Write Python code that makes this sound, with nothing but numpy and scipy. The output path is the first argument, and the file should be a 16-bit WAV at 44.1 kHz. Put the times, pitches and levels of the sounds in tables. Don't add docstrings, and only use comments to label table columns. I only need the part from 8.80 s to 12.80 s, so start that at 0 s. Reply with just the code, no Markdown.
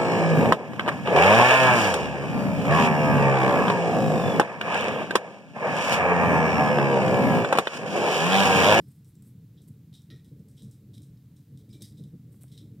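import sys
import numpy as np
from scipy import signal
from scipy.fft import rfft, irfft
from scipy.io import wavfile
from scipy.ndimage import uniform_filter1d

SR = 44100
rng = np.random.default_rng(int(sys.argv[2]) if len(sys.argv) > 2 else 0)


def pcm_store(signal):
    levels = np.round(np.clip(np.atleast_2d(signal), -1, 1) * 32767)
    wavfile.write(sys.argv[1], SR, levels.astype(np.int16).T)


N = 176400

# pitch_hz, width_hz, relative_db
CAVITY_MODES = [(43, 10, -29.5), (59.6, 16, -18.5), (85.2, 16, -11), (106.55, 11, -4), (130.9, 25.8, 2),
                (164, 25.8, -2), (208, 23.3, -5.5), (259.8, 24, -10.5), (296.4, 18.6, -12.5),
                (332, 45, -16.5), (382, 78, -23.5), (442.8, 49, -19), (501, 54, -29.5), (564, 50, -29.5),
                (627, 120, -38)]
# time_s, level_db
RUMBLE_LEVELS = [(0, -63), (.7, -66), (1.3, -61), (2.1, -62.5), (2.9, -63.5), (3.98, -62)]
# time_s, deep_db, upper_db
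ROAR_LEVELS = [(0, -47.5, -61), (.12, -50.5, -64.5), (.21, -51.5, -69.5), (.33, -54, -67.5), (.4, -50, -63),
               (.7, -48.5, -64.5), (.82, -54, -63), (1.13, -49, -63.5), (1.24, -54.5, -71),
               (1.42, -49, -64), (1.62, -51.5, -62), (1.99, -52, -64), (2.17, -47.5, -61),
               (2.48, -51.5, -67), (2.652, -53, -62.5), (2.85, -50, -60.5), (3.1, -49.5, -62.5),
               (3.45, -48, -61), (3.66, -49.5, -64.5), (3.98, -48, -57.5)]
# peak_s, spread_s, deep_db, upper_db
FLARE_UPS = [(0.028, 0.026, -57, -63), (0.084, 0.006, -45.5, -61), (0.897, 0.04, -47, -67),
             (1.329, 0.036, -46.5, -56.5), (1.522, 0.014, -53, -57.5), (1.594, 0.037, -48.5, -60),
             (1.858, 0.034, -41.5, -60), (2.127, 0.024, -49, -61), (2.214, 0.015, -46.5, -55),
             (2.732, .025, -46.5, -70), (2.957, 0.011, -45, -53.5), (3.007, 0.029, -53, -58.5),
             (3.204, .012, -44.5, -52), (3.242, 0.026, -42.5, -63), (3.347, 0.014, -43, -54),
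             (3.728, 0.014, -45.5, -64), (3.846, 0.024, -49.5, -54), (3.967, 0.05, -51, -63)]
# start_s, chamber_db, wood_db, snap_over_ring_db
LOG_CRACKS = [(.246, -86, -70, 8), (.353, -84.5, -76, 12), (.423, -84, -71, 4), (.766, -71, -86, 0),
              (.778, -73, -87, -2), (.819, -87, -70, 7), (1.128, -69.5, -76, 12), (1.139, -57, -62, -2),
              (1.219, -88, -75, 14), (1.302, -55, -70, 1), (1.362, -76, -75.5, 8), (1.446, -71, -70, 6),
              (1.594, -93, -83, 16), (1.686, -85, -67.5, 1), (1.766, -70, -65.5, -6), (1.776, -60, -68, -3),
              (1.821, -67.5, -62, 5), (1.912, -72, -64, 7), (2.135, -59.5, -62.5, -10),
              (2.18, -71, -75, 18.5), (2.22, -75, -67.5, 8), (2.232, -78, -71, 14),
              (2.373, -80.5, -87, 13.5), (2.563, -75, -69, 4), (2.774, -68.5, -69.5, 5),
              (2.892, -72, -69.5, 2), (2.926, -59.5, -62.5, -5), (3.008, -59, -59.5, -2),
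              (3.021, -63, -53, 14), (3.025, -58, -67, 7), (3.111, -87, -80, 13), (3.17, -63, -67, -8),
              (3.238, -71.5, -72.5, 12.5), (3.681, -74.5, -74, 10), (3.717, -59.5, -63, -4),
              (3.766, -60.5, -68, -8), (3.777, -60, -66.5, 10.5)]
# frequency_hz, relative_db
CHAMBER_COLOUR = [(900, -45), (2000, -23.5), (2750, -24), (3200, -7.5), (3520, -5.5), (3780, 1),
                  (4020, -2.5), (4400, -18.5), (4750, -15.5), (5050, -8), (5750, -14.5), (6600, -30),
                  (12000, -48)]
# frequency_hz, relative_db
WOOD_COLOUR = [(3000, -31.5), (5300, -3.5), (6700, -7), (7500, -3), (8600, 1), (9200, -4.5), (10200, -6.5),
               (11400, -5), (12400, -9), (14000, -13.5), (16000, -14.5)]
# start_s, pitch_hz, width_hz, level_db, t60_s
PANEL_PINGS = [(1.303, 1893, 127, -61.5, 0.33), (1.303, 1330, 200, -76, 0.41),
               (1.303, 2350, 400, -71.5, 0.46), (1.302, 11200, 400, -68.5, 0.12),
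               (1.302, 3900, 500, -52.5, .04), (2.892, 2330, 65, -77, .3), (2.942, 2330, 38, -73.5, 0.35),
               (2.903, 5100, 300, -64, 0.16), (3.022, 1970, 400, -75, 0.46), (3.73, 2030, 200, -80, 0.43),
               (.353, 7550, 650, -75, 0.29), (.005, 5150, 660, -79, 1), (.775, 3530, 600, -69, .2),
               (1.775, 3260, 620, -67.5, 0.22), (3.022, 10000, 200, -57, 0.15),
               (3.022, 4960, 860, -57, 0.33), (1.14, 3800, 380, -59.5, 0.27)]
# peak_s, spread_s, level_db
SIZZLE_SPURTS = [(0.017, 0.047, -76.5), (.088, 0.0074, -71), (.115, 0.007, -65.5), (.16, 0.022, -75),
                 (0.29, 0.021, -71.5), (.424, 0.0014, -61.5), (0.476, 0.025, -68.5), (0.88, 0.0037, -66),
                 (0.887, 0.0032, -63), (1.686, .002, -64), (3.528, 0.0042, -67.5), (3.557, 0.028, -72),
                 (3.612, .002, -63), (3.623, 0.0053, -58.5), (3.6346, 0.00065, -51)]
# frequency_hz, relative_db
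SIZZLE_COLOUR = [(1500, -12.5), (5200, -12.5), (6400, -13), (7300, -5.5), (8600, 2), (9400, -10.5),
                 (11100, 1.5), (12200, -6), (14000, -4), (16000, -15.5)]
# start_s, level_db
SOFT_KNOCKS = [(3.543, -55.5), (3.64, -50)]
# frequency_hz, relative_db
KNOCK_COLOUR = [(60, -10), (200, -0.5), (500, -9), (900, -15.5), (1400, -20), (2200, -29), (4000, -42)]
# frequency_hz, relative_db
HISS_MID_COLOUR = [(410, -17), (700, -2.5), (1100, -5), (2000, -5.5), (2800, -7), (3700, -5), (6000, -9.5),
                   (7500, -9), (9800, -10.5), (11500, -8), (14000, -6), (15500, -7)]
# frequency_hz, relative_db
HISS_SIDE_COLOUR = [(120, -19), (280, -7.5), (470, 7), (800, -6), (1700, -8.5), (3300, -5.5), (5000, 0.5),
                    (9000, 2), (14000, 3.5)]

DEEP_FROM_HZ, UPPER_FROM_HZ = 93, 235
SNAP_DECAY_S, RING_RISE_S, CHAMBER_T60_S, WOOD_T60_S = .0024, .0056, .28, .3
SIZZLE_ROOM_DB, SIZZLE_T60_S, KNOCK_DECAY_S = -7, .35, .003
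HISS_MID_DB, HISS_SIDE_DB = -73.5, -79
T60_PER_DECAY = np.log(1000)


def flame(t):
    eddies = flicker(per_s=90, spread_db=2.5)
    modes = [(hz, undb(db) * resonate(eddies * rng.standard_normal(N), hz, width))
             for hz, width, db in CAVITY_MODES]
    rumble = hold_level(sum(mode for hz, mode in modes if hz < DEEP_FROM_HZ))
    deep = hold_level(sum(mode for hz, mode in modes if DEEP_FROM_HZ <= hz < UPPER_FROM_HZ))
    upper = hold_level(sum(mode for hz, mode in modes if hz >= UPPER_FROM_HZ))
    rumble_gain = undb(np.interp(t, *np.array(RUMBLE_LEVELS).T))
    times, deep_db, upper_db = np.array(ROAR_LEVELS).T
    deep_power = undb(np.interp(t, times, deep_db)) ** 2
    upper_power = undb(np.interp(t, times, upper_db)) ** 2
    for peak, spread, flare_deep_db, flare_upper_db in FLARE_UPS:
        flare = swell(t - peak, spread)
        deep_power += (undb(flare_deep_db) * flare) ** 2
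        upper_power += (undb(flare_upper_db) * flare) ** 2
    roar = rumble * rumble_gain + deep * np.sqrt(deep_power) + upper * np.sqrt(upper_power)
    return roar * unit(flicker(per_s=40, spread_db=.8))


def log_cracks(t):
    chamber_power, wood_power = 0, 0
    for start, chamber_db, wood_db, snap_db in LOG_CRACKS:
        age = t - start
        snap = undb(snap_db) * fade(age, SNAP_DECAY_S * T60_PER_DECAY)
        build = 1 - np.exp(-np.maximum(age, 0) / RING_RISE_S)
        chamber_power += (undb(chamber_db) * (snap + build * fade(age, CHAMBER_T60_S))) ** 2
        wood_power += (undb(wood_db) * (snap + build * fade(age, WOOD_T60_S))) ** 2
    grain = unit(flicker(per_s=700, spread_db=1.5))
    chamber = np.sqrt(chamber_power) * noise(CHAMBER_COLOUR)
    wood = np.sqrt(wood_power) * noise(WOOD_COLOUR)
    return grain * (chamber + wood)


def panel_pings(t):
    return sum(undb(db) * fade(t - start, t60) * resonate(rng.standard_normal(N), hz, width)
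               for start, hz, width, db, t60 in PANEL_PINGS)


def sizzles(t):
    spurts = sum(undb(db) * swell(t - peak, spread) for peak, spread, db in SIZZLE_SPURTS)
    grain = unit(flicker(per_s=1500, spread_db=2))
    direct = spurts * grain * noise(SIZZLE_COLOUR)
    room = unit(rng.standard_normal(N) * fade(t, SIZZLE_T60_S)) / np.sqrt(N)
    return direct + undb(SIZZLE_ROOM_DB) * signal.fftconvolve(direct, room)[:N]


def knocks(t):
    bumps = sum(undb(db) * fade(t - start, KNOCK_DECAY_S * T60_PER_DECAY) for start, db in SOFT_KNOCKS)
    return bumps * noise(KNOCK_COLOUR)


def background_hiss():
    mid = undb(HISS_MID_DB) * noise(HISS_MID_COLOUR)
    side = undb(HISS_SIDE_DB) * noise(HISS_SIDE_COLOUR)
    return np.array([mid + side, mid - side])


def undb(db):
    return 10 ** (np.asarray(db) / 20)


def unit(x):
    return x / np.sqrt(np.mean(x ** 2))


def noise(colour):
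    hz, db = np.array(colour).T
    f = np.maximum(np.fft.rfftfreq(N, 1 / SR), 1)
    gain = undb(np.interp(np.log(f), np.log(hz), db))
    return unit(irfft(rfft(rng.standard_normal(N)) * gain, N))


def resonate(x, hz, width_hz):
    f = np.maximum(np.fft.rfftfreq(N, 1 / SR), 1)
    detuning = (f / hz - hz / f) * hz / width_hz
    return unit(irfft(rfft(x) / (1 + 1j * detuning) ** 2, N))


def flicker(per_s, spread_db):
    hold = max(int(SR / per_s), 1)
    steps = rng.standard_normal(N)[np.arange(N) // hold]
    smooth = uniform_filter1d(uniform_filter1d(steps, hold), hold)
    return undb(spread_db * unit(smooth))


def hold_level(x, span_s=.11):
    span = int(span_s * SR)
    power = uniform_filter1d(uniform_filter1d(x ** 2, span), span // 2 + 1)
    return x / np.sqrt(power)


def fade(age, t60):
    return (age >= 0) * np.exp(-T60_PER_DECAY * np.maximum(age, 0) / t60)


def swell(age, spread):
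    return np.exp(-.5 * (age / spread) ** 2)


def scene():
    t = np.arange(N) / SR
    return flame(t) + log_cracks(t) + panel_pings(t) + sizzles(t) + knocks(t) + background_hiss()


def record(dry):
    low_cut = signal.butter(2, 28, "high", fs=SR, output="sos")
    high_cut = signal.ellip(10, .1, 70, 15700, fs=SR, output="sos")
    return signal.sosfilt(high_cut, signal.sosfilt(low_cut, dry))


dry = scene()
out = record(dry)
pcm_store(out)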